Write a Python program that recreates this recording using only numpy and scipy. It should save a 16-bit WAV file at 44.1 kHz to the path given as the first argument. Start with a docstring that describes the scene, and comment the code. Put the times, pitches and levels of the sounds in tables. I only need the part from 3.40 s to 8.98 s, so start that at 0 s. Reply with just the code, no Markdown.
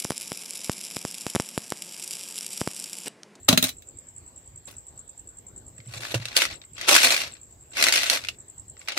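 """A tool knocks about in a plastic tub with loose metal bits, and stirs again faintly after a second;
a hand then drags a long plastic box of screws off a wire shelf and tips it, so screws slide and clack.
A cricket chirps outside over a low night rumble throughout. Knocks, box and shelf ring decaying modes;
slides are random collisions, chirps are falling tones and the night is shaped noise."""
import sys
import numpy as np
from scipy import signal
from scipy.io import wavfile
from scipy.ndimage import uniform_filter1d

SR = 44100
rng = np.random.default_rng(int(sys.argv[2]) if len(sys.argv) > 2 else 0)


def int16_out(signal):
    """Quantize to a 16-bit WAV file."""
    q = np.round(np.clip(np.atleast_2d(signal).T, -1, 1) * 32767)
    wavfile.write(sys.argv[1], SR, q.astype(np.int16))


N = 246078

# Night spectrum: (frequency [Hz], relative density [dB per Hz])
NIGHT_SPECTRUM = [(15, -31), (25, -8), (102, 1), (161, -13.5), (343, -12), (1040, -22.5), (1400, -26),
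                  (5840, -32.5), (6680, -28.5), (7650, -9), (8300, -25.5), (9500, -65), (10900, -37),
                  (14600, -32.5), (15900, -44.5)]
# Night stereo: (frequency [Hz], left-right correlation [-1..1])
NIGHT_CORRELATION = [(60, 0.94), (240, 0.93), (950, 0.087), (3770, 0.068), (15000, 0.13)]
# Last and loudest wing stroke of each chirp: time [s]
CHIRP_TIMES_S = [0.0452, 0.383, 0.485, 0.5853, 0.6834, 0.778, 0.877, 0.975, 1.074, 1.1734, 1.269, 1.381,
                 1.4826, 1.5908, 1.6923, 1.7918, 1.8882, 1.9846, 2.0815, 2.1768, 2.2795, 2.379, 2.4723,
                 2.571, 3.1543, 3.2488, 3.348, 3.936, 4.029, 4.1233, 4.2227, 4.32, 5.001, 5.0975, 5.1948,
                 5.2965, 5.3916]
# Chirp loudness, before stroke levels: (time [s], level [dB])
CHIRP_LEVELS = [(0, -42.5), (.85, -42.5), (1.5, -40), (2.2, -39.5), (2.3, -45), (3.3, -43.5), (4.3, -45),
                (5.1, -41), (5.3, -40.5), (5.4, -46)]
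# Wing strokes of one chirp: (time from the last stroke [s], level re chirp [dB])
WING_STROKES = [(-.030, -24.5), (-.016, 4), (0, 7.5)]
# Wire rack: (mode [Hz], level [dB], t60 [s])
SHELF_MODES = [(116, -1, 0.17), (126, -11.5, 0.15), (330, -8.5, 0.032), (515, -3.5, 0.046),
               (593, -10, 0.058)]
# The box jolts along the rack, then leaves it: (time [s], hum level [dB], rod clank re hum [dB])
SHELF_JOLTS = [(2.331, -46, -13), (2.39, -38, -18.5), (2.465, -36.5, -15), (2.481, -34, -30),
               (2.562, -34, -21), (2.597, -37.5, -1), (2.7, -43, -4), (2.742, -32, 14.5),
               (2.751, -18.5, -3), (2.797, -27.5, -14), (2.856, -40, -1)]
# Plastic tub: (nominal mode [Hz], mean level [dB], t60 [s])
TUB_MODES = [(114, -4.5, 0.16), (257.6, 5, 0.11), (186, -3, 0.058), (386, -2.5, 0.02), (612.4, -3.5, 0.057),
             (1449, -10.5, 0.015), (2725, -8, .02), (3620, -1.5, 0.013), (3870, -4, 0.02),
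             (3960, 1.5, .024), (4710, -7, .018), (6274, -7, 0.03)]
# Tool on tub, before layer trims: (time [s], level [dB], treble re level [dB], thump re level [dB])
TUB_KNOCKS = [(0.087, -3, -10, -11), (0.1272, -10.5, -13.5, -2), (0.1746, -6.5, -10.5, -13.5),
              (0.2257, -13, -5.5, -12), (0.2399, -17, -3, -11.5), (0.2902, -25, -6.5, -24),
              (0.421, -43.5, -9.5, -21), (1.274, -50.5, -25, 5), (1.2896, -57, -3, -6),
              (1.3114, -59, 11, -9)]
# Loose metal slides as one heap (bits in the tub until 1.4 s, then the screws), before trims:
# (start [s], build-up [s], level [dB], slide [s], sag [dB], treble re level [dB], box boom re level [dB])
HEAP_SLIDES = [(0.082, 0.0033, -23, 0.06, -16, -3, -4), (0.2, 0.039, -30, 0.055, -11, 0, -14.5),
               (1.268, .006, -48, 0.092, -20, -1.5, -6), (2.459, 0.081, -42.5, 0.18, 4.5, -6.5, -12),
               (2.78, 0.02, -45, .15, 0.5, -13.5, -11), (2.736, 0.011, -28, 0.035, -18.5, -6.5, -7),
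               (2.951, 0.013, -21.5, .025, -3.5, -6.5, -15), (2.991, .012, -21.5, 0.037, -4, -10, -18),
               (3.06, 0.009, -38.5, 0.064, 0.5, -15, -15.5), (3.351, 0.03, -38, 0.19, 5.5, -16, -14),
               (3.472, 0.015, -14, .05, -3.5, -3.5, -9), (3.535, .01, -14.5, .08, -8, -8.5, -20.5),
               (3.624, 0.0097, -17, .19, -17, -5, -12.5), (3.819, 0.014, -33, .14, -28, -13.5, -16),
               (4.352, 0.042, -22, 0.11, -3.5, -10, -14), (4.52, 0.01, -21, 0.18, -9, -9.5, -19.5),
               (4.69, 0.034, -18, 0.042, -10.5, -7.5, -13.5), (4.8, .02, -47, 0.11, -8.5, -9, -19.5),
               (5.36, 0.027, -63, 0.082, 6, -3.5, -6), (5.477, 0.0047, -37.5, 0.053, -3.5, -25, -13.5),
               (5.558, 0.026, -23, .01, -1, -13, -7)]
# Single clacks of screws on the box wall, before trims: (time [s], level [dB], ping [Hz])
SCREW_CLACKS = [(2.382, -41.5, 1850), (2.4024, -38, 2170), (2.6338, -24, 1730), (2.651, -22, 1750),
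                (2.705, -26.5, 2500), (2.7433, -15, 2740), (2.825, -30, 1910), (2.8544, -17, 3870),
                (2.8843, -23.5, 4040), (2.9285, -26.5, 2480), (2.9656, -3.5, 4420), (2.9734, -6, 4190),
                (3.0189, -10.5, 2160), (3.0524, -13.5, 2000), (3.2162, -33.5, 3740), (3.239, -40, 2080),
                (3.381, -29, 2020), (3.4118, -17.5, 1980), (3.49, -5, 2220), (3.5125, -8.5, 1250),
                (3.5426, -5.5, 4740), (3.5514, -2.5, 1420), (3.5633, -1.5, 1575), (3.6315, -7, 5540),
                (3.6431, -7.5, 2430), (3.7053, -9, 2420), (3.722, -8.5, 2470), (3.7436, -13, 2460),
                (3.7644, -11.5, 2360), (3.7766, -15, 2740), (3.803, -18, 2740), (3.816, -16.5, 2700),
                (3.967, -37.5, 2480), (4.334, -33, 2790), (4.369, -16.5, 2220), (4.425, -5, 2060),
                (4.4392, -4.5, 4080), (4.467, -8.5, 2090), (4.4844, -7.5, 1960), (4.5236, -6.5, 4820),
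                (4.538, -8.5, 1550), (4.5584, -7.5, 4470), (4.5724, -11.5, 4580), (4.6325, -11, 2130),
                (4.6986, -5.5, 4270), (4.7722, -16.5, 1840), (4.838, -24, 2100), (4.8484, -21, 2480),
                (4.8698, -27, 2600), (4.8859, -14.5, 2790), (5.3682, -39.5, 1960), (5.4156, -34, 2200),
                (5.4753, -27, 2420), (5.4847, -15, 1910), (5.5204, -21, 2140), (5.5754, -12, 1940)]
# Tones of a clack: (multiple of its ping [ratio], level [dB])
CLACK_TONES = [(.68, -7.5), (1, 1), (1.43, -6), (2.1, -11)]
# Colour of a screw on the box wall: (frequency [Hz], relative density [dB per Hz])
BOX_COLOUR = [(88, -51.5), (150, -19.5), (259, -11), (465, -11), (599, -5.5), (1010, -11), (1500, -8),
              (1680, -10), (2170, -4.5), (3200, -7.5), (4380, -5.5), (9370, -20), (15900, -36.5)]
# Box stereo: (frequency [Hz], left minus right [dB])
BOX_BALANCE = [(60, -6), (180, 1.5), (550, -7.5), (1650, 2), (4970, 2.5), (15000, -7.5)]

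NIGHT_RMS_DB = -52.5
SLIDE_START_DB, SETTLE_DB_PER_S = -21.5, 500  # level at start re full build-up; fall rate after the slide
HITS_PER_S, HARD_DB = 980, -38  # collision rate, held down to heap level HARD_DB
THINNING = 0.2  # dB of rate lost per dB of level below HARD_DB
CLACK_BOOM_DB, BOOM_PER_DB = -23.5, 1.2  # boom of a 0 dB clack before the wall; growth per dB of clack
CLACK_TREBLE_DB, TREBLE_PER_DB = -10.5, 1.57  # same for treble
EDGE_HZ = 15800
CONTROL_STEP = 32  # samples


def gain_of(db):
    """Decibels to amplitude gain."""
    return 10 ** (np.asarray(db) / 20)


def evened(x):
    """Scales to rms 1."""
    return x / np.sqrt(np.mean(x ** 2) + 1e-20)


def read(points, hz):
    """Interpolates a spectrum table on a log-frequency axis."""
    f, value = np.transpose(points)
    return np.interp(np.log(hz + 1), np.log(f + 1), value)


def add(mix, start_s, sound):
    """Mixes a sound in place at start_s, cut at the end of the mix."""
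    part = mix[..., round(start_s * SR):][..., :sound.shape[-1]]
    part += sound[..., :part.shape[-1]]


def band(x, lo_hz, hi_hz):
    """Causal Butterworth band-pass."""
    return signal.sosfilt(signal.butter(3, [lo_hz, hi_hz], "band", fs=SR, output="sos"), x)


def colour(x, db):
    """Minimum-phase filter from a gain in dB given at 2049 frequencies."""
    log_gain = np.log(gain_of(np.r_[db, db[-2:0:-1]]))
    taps = np.fft.ifft(np.exp(np.conj(signal.hilbert(log_gain)))).real
    return signal.oaconvolve(x, taps[:2048])[:len(x)]


def ring(modes):
    """Impulse response: a sum of exponentially decaying modes."""
    t = np.arange(SR // 4) / SR
    return sum(gain_of(db - 60 * t / t60_s) * np.sin(2 * np.pi * hz * t) for hz, db, t60_s in modes)


def ping(hz, t60_s):
    """One decaying mode, reaching the two microphones with unrelated phase and strength."""
    t = np.arange(1600) / SR
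    phase, side = rng.random((2, 2, 1))
    decay = gain_of(9.5 * (side - .5) - 60 * t / t60_s)
    return decay * np.sin(2 * np.pi * (hz * t + phase)) * (1 - np.exp(-t / 0.00018))


def snap(t60_s, rise_s):
    """Decaying noise of a contact: an independent stereo pair for crack, one common signal for bass."""
    t = np.arange(1600) / SR
    envelope = gain_of(-60 * t / t60_s) * (1 - np.exp(-t / rise_s))
    both, left, right = rng.standard_normal((3, len(t))) * envelope
    return np.array([left, right]), both


def cupboard(x, t60_s, wet_db):
    """Short dense echoes between close walls, as decaying noise after a 3 ms gap."""
    t = np.arange(SR // 5) / SR
    tail = rng.standard_normal((2, len(t))) * gain_of(-60 * t / t60_s) * (t > .003)
    tail /= np.linalg.norm(tail[0])
    return x + gain_of(wet_db) * signal.oaconvolve(x, tail, axes=1)[:, :N]


def night():
    """Low outdoor rumble and microphone hiss: shaped noise with slowly drifting patches."""
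    frames, hz = N // 256 + 5, np.fft.rfftfreq(1024, 1 / SR)
    a, b, c, d, patches = rng.standard_normal((frames, 513, 5)).T
    patches = evened(uniform_filter1d(uniform_filter1d(patches, 12, 0), 14, 1))
    same = np.clip(read(NIGHT_CORRELATION, hz), -1, 1)[:, None]
    left = a + 1j * b
    right = same * left + np.sqrt(1 - same ** 2) * (c + 1j * d)
    spectra = np.array([left, right]) * gain_of(read(NIGHT_SPECTRUM, hz)[:, None] + 2.6 * patches)
    noise = signal.istft(spectra, nperseg=1024, noverlap=768)[1][:, :N]
    return gain_of(NIGHT_RMS_DB) * evened(noise)


def wing_stroke():
    """A short tone sliding down from about 8 kHz, roughened by uneven file teeth."""
    t = np.arange(500) / SR
    hz = (8000 - 75000 * t) * (1 + 0.004 * rng.standard_normal())
    file = uniform_filter1d(uniform_filter1d(rng.standard_normal((2, len(t))), 50), 50)
    teeth = 1 + 0.83 * evened(file)
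    shape = (t / 0.0037) ** 2.84 * np.exp(2.2 - 2.26 * t / 0.0029) * signal.windows.tukey(len(t), .3)
    turns = np.cumsum(hz) / SR + rng.random() + np.array([[0], [.2]])  # phase offset, right channel
    return shape * teeth * np.sin(2 * np.pi * turns)


def cricket():
    """Wing strokes grouped into chirps; walls outside smear them."""
    out = np.zeros((2, N))
    levels_db = np.interp(CHIRP_TIMES_S, *np.transpose(CHIRP_LEVELS))
    levels_db = levels_db + 1.1 * rng.standard_normal(len(CHIRP_TIMES_S))
    for last_s, db in zip(CHIRP_TIMES_S, levels_db):
        for offset_s, stroke_db in WING_STROKES:
            add(out, last_s + offset_s - .001, gain_of(db + stroke_db + 3) * wing_stroke())
    return cupboard(band(out, 4300, 8400), t60_s=0.094, wet_db=-2.5)


def shelf():
    """Each jolt rings the wire rack: a low hum of the whole grid and a clank of single rods."""
    hum = ring([m for m in SHELF_MODES if m[0] < 200])
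    clank = ring([m for m in SHELF_MODES if m[0] >= 200])
    out = np.zeros(N)
    for s, hum_db, clank_db in SHELF_JOLTS:
        add(out, s, gain_of(hum_db) * (hum + gain_of(clank_db) * clank))
    return band(out, 110, 970) * gain_of([[-.8], [.8]])


def tub():
    """Each blow lands elsewhere: brief chatter rings the modes unevenly, with a bright crack on top."""
    out = np.zeros((2, N))
    for s, db, treble_db, thump_db in TUB_KNOCKS:
        modes = [(hz * rng.uniform(.97, 1.03), mode_db + 1.5 * rng.standard_normal(), t60_s)
                 for hz, mode_db, t60_s in TUB_MODES]
        low = ring([m for m in modes if m[0] < 1000])
        high = ring([m for m in modes if m[0] >= 1000])
        apart = snap(t60_s=0.032, rise_s=0.00063)[0]
        push = snap(t60_s=0.039, rise_s=0.00083)[1]  # the walls flex longer than the contact lasts
        chatter = signal.oaconvolve(apart, high[None], axes=1)
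        chatter /= abs(chatter).max()
        thump = signal.oaconvolve(push, low)
        thump /= abs(thump).max()
        add(out, s, gain_of(db + 2.0) * chatter + gain_of(db + thump_db + 3.5) * thump)
        crack = gain_of(db - 3.5) * band(apart, 900, 7500)
        treble = gain_of(db + treble_db + 9.5) * band(apart, 7000, 18000)
        add(out, s, crack + treble)
    return cupboard(band(out, 85, 18000), t60_s=.11, wet_db=-10)


def sliding():
    """Heap level, treble and boom in dB: each slide builds up, changes by its sag, then settles."""
    start_s, rise_s, db, length_s, sag_db, treble_db, boom_db = np.transpose(HEAP_SLIDES)[:, :, None]
    knots = np.arange(0, N, CONTROL_STEP)
    u = knots / SR - start_s - rise_s  # s since full build-up
    build_db = -SLIDE_START_DB * np.minimum(u / rise_s, 0)
    settle_db = -SETTLE_DB_PER_S * np.maximum(u - length_s, 0)
    shape_db = build_db + sag_db * np.clip(u / length_s, 0, 1) + settle_db
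    gate = np.where(u > -2 * rise_s, 1, 1e-9)
    power = gain_of(2 * np.maximum(db + shape_db, -150)) * gate + 1e-20
    share = power / power.sum(0)  # the louder slide sets treble and boom
    curves = 10 * np.log10(power.sum(0)), (share * treble_db).sum(0), (share * boom_db).sum(0)
    return [np.interp(np.arange(N), knots, c) for c in curves]


def collisions(level_db):
    """Random small hits of 32 kinds, each ringing its own few modes of screw and wall."""
    thin_db = THINNING * np.clip(level_db - HARD_DB, -40, 0)  # a slow heap makes fewer, separate ticks
    hit = rng.random(N) < HITS_PER_S * gain_of(2 * thin_db) / SR
    size = gain_of(3.23 * np.minimum(rng.exponential(1, N), 4) - thin_db) * hit
    kind, clatter, boom = rng.integers(0, 32, N), np.zeros((2, N)), np.zeros(N)
    for k in range(32):
        apart, both = snap(t60_s=.014 * rng.uniform(0.49, 2.6), rise_s=0.000094)
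        modes_hz = np.exp(rng.uniform(np.log(1200), np.log(13000), 5))
        rings = sum(ping(hz, t60_s=.03) for hz in modes_hz)
        hits = size * (kind == k)
        clatter += signal.oaconvolve(hits[None], apart + gain_of(-6.5) * rings, axes=1)[:, :N]
        boom += signal.oaconvolve(hits, both)[:N]
    return evened(clatter), evened(boom)


def box_wall(layer, lo_hz, hi_hz):
    """Colours a stereo layer by the box wall, normalised to the power of its band."""
    hz = np.fft.rfftfreq(4096, 1 / SR)
    wall_db, balance_db = read(BOX_COLOUR, hz), read(BOX_BALANCE, hz)
    inside = (hz > lo_hz) & (hz < hi_hz)
    wall_db = wall_db - 10 * np.log10(np.sum(gain_of(2 * wall_db)[inside]) / len(hz))
    sides = [colour(v, wall_db + side * balance_db / 2) for v, side in zip(layer, (1, -1))]
    return gain_of(1.5) * band(np.array(sides), lo_hz, hi_hz)


def screws():
    """Heap collisions and clack noise pass through the box wall; the clacks' pings bypass it."""
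    level_db, treble_db, boom_db = sliding()
    clatter, boom = collisions(level_db)
    clatter *= gain_of(level_db - 4.0)
    boom *= gain_of(level_db + boom_db)
    bright = clatter * gain_of(treble_db)
    pings = np.zeros((2, N))
    for s, db, hz in SCREW_CLACKS:
        apart, both = snap(t60_s=0.025, rise_s=0.00017)
        add(clatter, s, gain_of(1.134 * db - 6.0) * apart)  # soft clacks are more ping than crack
        add(bright, s, gain_of(CLACK_TREBLE_DB + TREBLE_PER_DB * db) * apart)
        add(boom, s, gain_of(CLACK_BOOM_DB + BOOM_PER_DB * db) * both)
        tones = [gain_of(db - 6.0 + tone_db) * ping(hz * k, t60_s=.017) for k, tone_db in CLACK_TONES]
        add(pings, s, sum(tones))
    out = pings + box_wall(clatter, 1250, 6840) + box_wall(bright, 8750, 22000)
    out += box_wall(np.array([boom, boom]), 220, 1410)
    return cupboard(out, t60_s=0.085, wet_db=-8.5)


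def scene():
    """All sources at the two microphones."""
    return night() + cricket() + shelf() + tub() + screws()


def record(dry):
    """Band-pass of the microphones, soft overload, then a steep low-pass."""
    soft = 1.068 * np.tanh(band(dry, 45, 19000) / 1.04)
    low_pass = signal.firwin(401, EDGE_HZ, window=("kaiser", 9), fs=SR)
    return signal.oaconvolve(soft, low_pass[None], "same")


dry = scene()
out = record(dry)
int16_out(out)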